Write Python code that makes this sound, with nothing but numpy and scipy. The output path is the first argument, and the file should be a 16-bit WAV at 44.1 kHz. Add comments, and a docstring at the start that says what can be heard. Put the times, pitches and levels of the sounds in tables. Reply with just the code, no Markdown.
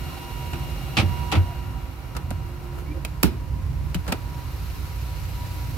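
"""The door and clear plastic lid of a running desktop 3D printer are handled in a small room.
At the open front the door clatters twice: impacts excite dense panel modes, and the lowest ones boom.
The microphone then moves above the lid, which is gripped with stick-slip squeaks, clacks loose and
is lifted off the fans. Throughout, the fans blow turbulent air and whine, while stepper motors hum
and drive the case into forced vibration."""
import sys
import numpy as np
from scipy import signal
from scipy.fft import rfft, irfft
from scipy.io import wavfile
from scipy.ndimage import uniform_filter1d

SR = 44100
rng = np.random.default_rng(int(sys.argv[2]) if len(sys.argv) > 2 else 0)


def file_out(sig):
    """Save sig as 16-bit WAV at sys.argv[1]."""
    # one column per channel
    cols = np.atleast_2d(sig).T
    # limit, then scale
    lim = np.clip(cols, -1, 1)
    pcm = np.round(lim * 32767).astype(np.int16)
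    wavfile.write(sys.argv[1], SR, pcm)


N = 254456
TIME, FREQ = np.arange(N) / SR, np.fft.rfftfreq(N, 1 / SR)
CUTOFF_HZ = 15900

# edges of an impact's low, middle, bright and sizzle bands: f/Hz
BAND_EDGES = [130, 500, 1800, 5000, 17000]
# muffling by the lid: t/s, fraction (0-1)
LID_MUFFLING = [(1.1, 0.06), (1.7, 0.36), (3.6, 1), (4.4, 0.7)]
# response of the plastic lid: f/Hz, level/dB
LID_SPECTRUM = [(120, 20.5), (330, 16), (550, -3.5), (850, -2), (1100, -10), (1350, -2.5), (1900, -13.5),
                (2650, -12), (3350, -17.5), (4000, -16), (6300, -25.5), (7500, -21.5), (8800, -24),
                (12000, -19.5), (15500, -23.5)]


def amp(db):
    """Amplitude ratio of a level in decibels."""
    return 10 ** (np.asarray(db) / 20)


def unit(x):
    """Normalisation to rms 1."""
    return x / np.sqrt(np.mean(x ** 2) + 1e-20)


def at_freq(points, hz):
    """Interpolation on a logarithmic frequency axis."""
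    f, value = np.transpose(points)
    return np.interp(np.log(hz + 1), np.log(f + 1), value)


def curves(rows):
    """Linear interpolation of each column of a time table at every sample."""
    times, *columns = np.transpose(rows)
    return [np.interp(TIME, times, column) for column in columns]


def add(mix, start, sound):
    """Superposition of a sound on the mix, from a start in seconds."""
    part = mix[:, round(start * SR):][:, :sound.shape[-1]]
    part += sound[..., :part.shape[1]]


def wander(rate_hz):
    """Random modulation: low-passed noise of rms 1."""
    return unit(irfft(rfft(rng.standard_normal(N)) / (1 + (FREQ / rate_hz) ** 4), N))


def band(hz, lo, hi):
    """Magnitude response of a steep band-pass."""
    return 1 / np.sqrt((1 + (lo / (hz + 1)) ** 10) * (1 + (hz / hi) ** 10))


def noise_spectra(size):
    """Spatial coherence: noise at two microphones is alike in the bass, unrelated in the treble."""
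    coherence = [(60, 0.98), (140, 0.82), (290, 0.26), (640, 0.88), (1400, 0.19), (3100, 0.26),
                 (7000, 0.08), (15000, 0.05)]  # between the channels: f/Hz, correlation (0-1)
    balance = [(60, -5.5), (130, -3.5), (330, -0.5), (1300, -2), (2400, 0), (4400, -1), (15000, 0)]  # left minus right: f/Hz, level/dB
    hz = np.fft.rfftfreq(size, 1 / SR)
    left, independent = rfft(rng.standard_normal((2, size)))
    shared = np.clip(at_freq(coherence, hz), 0, .99)
    right = shared * left + np.sqrt(1 - shared ** 2) * independent
    return np.array([left, right]) * amp(np.outer([.5, -.5], at_freq(balance, hz)))


def noise(gain):
    """Spectrally shaped stereo noise; the mean of its channels has rms 1."""
    x = irfft(noise_spectra(N) * gain, N)
    return x / x.mean(0).std()


def tone(hz, drift, flutter_db=2, balance_db=-2, spread_rad=0.46):
    """Standing waves shift the level and phase of a wavering partial at each microphone."""
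    phase = 2 * np.pi * np.cumsum(hz * (1 + drift * wander(13))) / SR
    sides = [np.sin(phase + spread_rad * wander(1.8)) * amp(flutter_db * wander(10.5)) for _ in range(2)]
    return np.sqrt(2) * unit(np.array(sides)) * amp(np.outer([.5, -.5], balance_db))


def fan_air(rush_db=-2, hiss_db=-1, flicker_db=.5):
    """Turbulence noise, filtered by housing resonances, changes colour as the microphone rises."""
    airflow = [(0.0, -41, -47), (0.42, -41, -47), (0.85, -41, -47), (1.25, -40.5, -47.5),
               (1.78, -45, -53.5), (3.61, -47.5, -55), (4.16, -45, -51), (4.69, -46, -47), (5.77, -45, -46)]  # along the microphone's path: t/s, rush level/dB, hiss level/dB
    front_spectrum = [(150, -34), (250, 23), (354, -2.5), (393, -4), (436, -3), (775, -8), (906, -8),
                      (971, -5), (1020, -8.5), (1610, -14), (2760, -6.5), (3010, -6.5), (8120, -13),
                      (12800, -15), (16000, -18)]  # air at the front: f/Hz, level/dB
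    top_spectrum = [(150, -28), (250, 23), (468, 2), (761, 0.5), (890, 4), (938, 1.5), (1120, 3), (1350, 2),
                    (1790, -4), (2490, -10.5), (3340, -20.5), (4050, -14.5), (8700, -27), (13000, -17.5),
                    (16000, -28)]  # air above the case: f/Hz, level/dB
    resonances = [(771.3, 60, 12), (1372, 260, 9), (2570, 490, 1.5), (3965, 260, 8), (4370, 57, 11),
                  (5540, 240, 6.5), (9450, 230, 6.5), (12320, 1060, 10.5), (13400, 490, 8.5)]  # fan housings: f/Hz, bandwidth/Hz, gain/dB
    peaks = sum(db / (1 + (2 * (FREQ - hz) / width) ** 2) for hz, width, db in resonances)
    above = np.interp(TIME, [1.1, 3.8], [0, 1])
    muffled, = curves(LID_MUFFLING)
    front, top = at_freq(front_spectrum, FREQ), at_freq(top_spectrum, FREQ)
    rush, hiss = curves(airflow)
    colours = front + peaks, top + peaks, (front + top) / 2
    power_shares = (1 - above) * (1 - muffled), above * (1 - muffled), muffled
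    out = np.zeros((2, N))
    for colour, share in zip(colours, power_shares):
        out += np.sqrt(share) * amp(rush + rush_db) * noise(amp(colour) * band(FREQ, 375, 2540))
        out += np.sqrt(share) * amp(hiss + hiss_db) * noise(amp(colour) * band(FREQ, 2070, 19500))
    return out * amp(flicker_db * wander(37))


def fan_and_motor_tones(lid_db=-11.5):
    """Rotation radiates blade tones and, at the open front, low stepper hum and a high motor whine."""
    blade_pitch = [(0, 961), (1, 962), (1.5, 966), (2.3, 964), (4.7, 964), (5.3, 969), (5.77, 965)]  # loudest fan: t/s, f/Hz
    blade_level = [(0, -57), (0.28, -47.5), (0.62, -49.2), (0.82, -64), (1.07, -49.5), (1.45, -45.5),
                   (2.0, -60.5), (2.26, -54.4), (2.55, -58.5), (3.1, -57), (3.35, -54), (3.68, -61),
                   (4.35, -51), (4.66, -58.5), (5.03, -51), (5.25, -56), (5.45, -50.5), (5.77, -52)]  # its tone as the microphone crosses standing waves: t/s, level/dB
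    blade_balance = [(0, -2), (.35, -10), (1.25, -13.5), (1.7, 4.5), (5.77, -1)]  # left minus right: t/s, level/dB
    hum_and_whine_partials = [(2823, -3.5), (2263, -11), (1904, -13), (218.5, -4.5), (173.6, -1),
                              (134.8, 4)]  # low stepper hum, high motor whine: f/Hz, level/dB
    hum_and_whine_level = [(0, -51), (.9, -50), (1.15, -47.5), (1.9, -55), (5.77, -56.5)]  # passing the open front and leaving it: t/s, level/dB
    weak_tones = [(259, -63), (302, -61.5), (531, -65), (778, -69.5), (1050, -62), (5631, -80)]  # other fans: f/Hz, level/dB
    pitch, level, balance = curves(blade_pitch) + curves(blade_level) + curves(blade_balance)
    blades = amp(level) * tone(pitch, drift=0.00064, flutter_db=3, balance_db=balance, spread_rad=0.14)
    hum_and_whine = sum(amp(db) * tone(hz, drift=0.00073, flutter_db=-0.5, balance_db=2, spread_rad=0.58)
                        for hz, db in hum_and_whine_partials)
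    hum_and_whine *= amp(curves(hum_and_whine_level)[0] + lid_db * curves(LID_MUFFLING)[0])
    others = sum(amp(db) * tone(hz, drift=0.00326, flutter_db=5.5) for hz, db in weak_tones)
    return blades + hum_and_whine + others


def steppers(turn_hz=30.33, travel_hz=352, shake_db=-1, steadiness=.9, surge_db=2):
    """Forced vibration: a slow motor hums and shakes the case; a travelling one drones above it."""
    harmonics = [(2, -4), (3, -5.5), (4, -11), (5, -29)]  # slow motor: multiple of the turning rate, level/dB
    hum_level = [(0, -62.5), (3.1, -51.5), (3.35, -33), (3.9, -33.5), (4.4, -36.5), (5.77, -31)]  # slow motor: t/s, level/dB
    shake_spectrum = [(13, -43), (22, -17), (40, 4), (64, 6.5), (112, -2.5), (141, 0), (198, -16.5),
                      (297, -18.5), (324, -20.5), (350, -26.5), (382, -23), (450, -30.5), (580, -74),
                      (990, -120)]  # case vibration: f/Hz, level/dB
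    shake_level = [(0, -31.5), (0.2, -37.8), (0.34, -28.5), (0.8, -30.5), (1.65, -28), (2.15, -31),
                   (3.1, -29), (3.42, -30), (5.77, -33)]  # case vibration: t/s, level/dB
    drone_level = [(0, -52.5), (.8, -52), (1.5, -52), (2.1, -58.5), (2.7, -49.5), (2.95, -51), (3.1, -60),
                   (5.77, -65)]  # travelling motor: t/s, level/dB
    hum = sum(amp(db) * tone(k * turn_hz, drift=0.021, flutter_db=-1.5, balance_db=-3.5, spread_rad=0.43)
              for k, db in harmonics)
    shake = noise(amp(at_freq(shake_spectrum, FREQ)) * band(FREQ, 46.4, 360))
    # a motor drives the panels evenly, so their swells stay small
    swell = np.sqrt(uniform_filter1d(shake.mean(0) ** 2, size=4000) + 1e-6)
    shake /= swell ** steadiness
    shake *= amp(curves(shake_level)[0] + shake_db + surge_db * wander(2.9))
    drone = amp(curves(drone_level)[0]) * tone(travel_hz, drift=0.0033, flutter_db=2.5)
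    return amp(curves(hum_level)[0]) * hum + shake + drone


def finger_rub(grain_db=3, rustle_db=4):
    """Sliding friction of skin on plastic gives a grainy scuff with a thin rustle on top."""
    rub_level = [(2.57, -88), (2.63, -48.5), (2.72, -63), (2.79, -42.5), (2.84, -56), (2.97, -67),
                 (3.03, -90)]  # fingers sliding before they grip: t/s, level/dB
    colour_db = at_freq(LID_SPECTRUM, FREQ) + rustle_db * band(FREQ, 11500, 15000)
    scuff = noise(amp(colour_db) * band(FREQ, 440, 15000))
    return amp(curves(rub_level)[0]) * scuff * unit(amp(grain_db * wander(400)))


def finger_squeaks(rasp_db=3.5):
    """Stick-slip oscillation of fingers on the lid gives short, rough tones."""
    squeaks = [(2.766, 0.037, 652, -49), (2.848, 0.1, 2310, -55.5), (2.878, 0.077, 298, -42.5),
               (2.936, 0.07, 547, -47.5), (2.953, 0.054, 318, -42), (1.448, 0.1, 697, -48)]  # slips: t/s, duration/s, f/Hz, level/dB
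    out = np.zeros((2, N))
    roughness = unit(amp(rasp_db * wander(78)))
    for start, duration, hz, db in squeaks:
        grip = signal.windows.tukey(round(duration * SR), .7)
        squeak = roughness * tone(hz, drift=0.0164)
        add(out, start, amp(db) * grip * squeak[:, :len(grip)])
    return out


def band_levels(db, tilt, spot_hz, weights_db, spot_db=5):
    """Excitation per band: hard contact favours the treble, the struck spot its own resonance."""
    octaves = np.log2(np.multiply(BAND_EDGES[:-1], BAND_EDGES[1:])) / 2
    favoured = np.exp(-(octaves - np.log2(spot_hz)) ** 2)
    return db + np.array(weights_db) + tilt * (octaves - octaves.mean()) + spot_db * favoured


def impact(spectrum, levels, t60, spot_hz, spot_db, ring_db, rise_cycles, hard_db, lag_s=0, spot_q=9):
    """Free decay of dense modes: a panel cracks, the case rings; low bands build up more slowly."""
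    case_decay = [(200, 0.72), (700, 0.33), (2500, 0.25), (6000, 0.18), (14000, 0.12)]  # ring of the case: f/Hz, T60/s
    size = 16384
    t, hz = np.arange(size) / SR, np.fft.rfftfreq(size, 1 / SR)
    resonance_db = spot_db / (1 + (2 * spot_q * (hz / spot_hz - 1)) ** 2)
    # gentler contacts last longer and lose the top of the treble
    contact_db = 0.6 * (levels[-1] + hard_db) * (hz / CUTOFF_HZ) ** 2
    right_delay = np.exp(-2j * np.pi * np.outer([0, lag_s], hz))
    gain = amp(at_freq(spectrum, hz) + resonance_db + contact_db) * right_delay
    out = np.zeros((2, size))
    for lo, hi, db in zip(BAND_EDGES, BAND_EDGES[1:], levels):
        centre = np.sqrt(lo * hi)
        modes = irfft(noise_spectra(size) * gain * band(hz, lo, hi), size)
        crack = amp(-60 * t / t60 * (centre / 2000) ** 0.36)  # damping grows with frequency
        ring = amp(ring_db - 60 * t / at_freq(case_decay, centre))
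        envelope = np.hypot(crack, ring) * (1 - np.exp(-t * centre / rise_cycles))
        envelope /= envelope.max()
        out += amp(db) * unit(modes * envelope) * np.sqrt(np.mean(envelope ** 2))
    return out


def boom(modes, shoves):
    """A shoved panel's low bending modes swell and decay, out of phase at the two microphones."""
    out, t = np.zeros((2, N)), np.arange(SR // 2) / SR
    side, lowest_hz = np.array([[.5], [-.5]]), modes[0][0]
    for start, db, tilt, balance_db in shoves:
        for hz, mode_db, rise, lead in modes:
            swing = (t / rise * np.exp(1 - t / rise)) ** 2
            level = db + mode_db + tilt * np.log2(hz / lowest_hz) + side * balance_db
            add(out, start, amp(level) * swing * np.sin(2 * np.pi * hz * t + side * lead))
    return out


def lid(clack_db=3):
    """Impact excitation: the stiff plastic lid clacks against the case and booms."""
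    # contacts: t/s, level/dB, tilt/(dB/octave), T60/s of the crack at 2 kHz, spot resonance f/Hz
    clacks = [(0.532, -42, -1.4, 0.14, 2650), (2.150, -47, -2, 0.15, 1343), (2.166, -38.5, 1, 0.066, 1260),
              (2.306, -42, 1.5, 0.018, 9300), (2.311, -37.5, -2.5, 0.024, 690),
              (3.049, -36, 2, 0.045, 2490), (3.230, -27, 2.5, .024, 5400), (3.233, -19, 1.5, 0.015, 5600),
              (3.241, -33.5, -4, 0.058, 370), (3.945, -38, 2, 0.082, 2970), (4.066, -45, -2, 0.044, 1010),
              (4.078, -40, 0, 0.21, 1040), (4.121, -31.5, -0.3, 0.062, 890), (4.123, -30, 1.2, 0.044, 2400)]
    weights = [0, 0, 0, 0]  # impact bands, low to high: level/dB
    modes = [(72, 1, 0.023, -2), (175.8, -1.5, .0125, 0.2), (313, -11, 0.0041, -1)]  # panel: f/Hz, level/dB, time to peak/s, left phase lead/rad
    shoves = [(3.235, -18, 1, -11), (3.947, -22.5, 3, 0), (4.082, -27.5, 1, -8)]  # on the panel: t/s, level/dB, tilt/(dB/octave), left minus right/dB
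    out = np.zeros((2, N))
    for start, db, tilt, t60, hz in clacks:
        clack = impact(LID_SPECTRUM, band_levels(db, tilt, hz, weights), t60, hz, spot_db=7.5,
                       ring_db=-20, rise_cycles=0.46, hard_db=16.5, lag_s=0.000082)
        add(out, start, clack)
    return amp(clack_db) * out + boom(modes, shoves)


def door(clatter_db=2, t60=0.13):
    """Contact chatter: the door strikes its frame in two quick runs of blows, and its panel booms."""
    blows = [(.969, -25.5, -2, 2500), (.974, -32, 2.5, 1380), (.985, -26.5, -1, 2524), (.999, -32, 1, 930),
             (1.317, -40, 5, 2670), (1.323, -28, -0.5, 790), (1.336, -36.5, -4, 1350),
             (1.353, -33, -0.5, 760)]  # contacts: t/s, level/dB, tilt/(dB/octave), spot resonance f/Hz
    spectrum = [(71, -26), (120, 11), (150, -13), (327, -8), (393, -16.5), (727, -13), (805, -9),
                (1090, -15.5), (1370, -11.5), (1620, -18.5), (2110, -9), (2530, -4.5), (5080, -12),
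                (9790, -4.5), (16000, -12)]  # response of the door: f/Hz, level/dB
    weights = [-2, -2.5, 2.5, -9.5]  # impact bands, low to high: level/dB
    modes = [(91, -2, 0.033, 0.7), (205, -10, 0.0092, 0)]  # panel: f/Hz, level/dB, time to peak/s, left phase lead/rad
    shoves = [(.976, -18, 7.5, -3), (1.024, -13.5, 0.5, -6), (1.089, -28.5, -0.5, -18),
              (1.355, -7.5, -10, -.5)]  # on the panel: t/s, level/dB, tilt/(dB/octave), left minus right/dB
    out = np.zeros((2, N))
    for start, db, tilt, hz in blows:
        blow = impact(spectrum, band_levels(db, tilt, hz, weights), t60, hz, spot_db=5,
                      ring_db=-32, rise_cycles=0.65, hard_db=12)
        add(out, start, blow)
    return amp(clatter_db) * out + boom(modes, shoves)


def scene():
    """Superposition of the running printer and the handling of its door and lid."""
    return fan_air() + fan_and_motor_tones() + steppers() + door() + finger_rub() + lid() + finger_squeaks()


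def record(dry):
    """Clipping at full scale, then low-pass filtering."""
    low_pass = signal.firwin(511, CUTOFF_HZ, window=("kaiser", 9), fs=SR)
    return signal.oaconvolve(np.clip(dry, -1, 1), low_pass[None], "same")


dry = scene()
out = record(dry)
file_out(out)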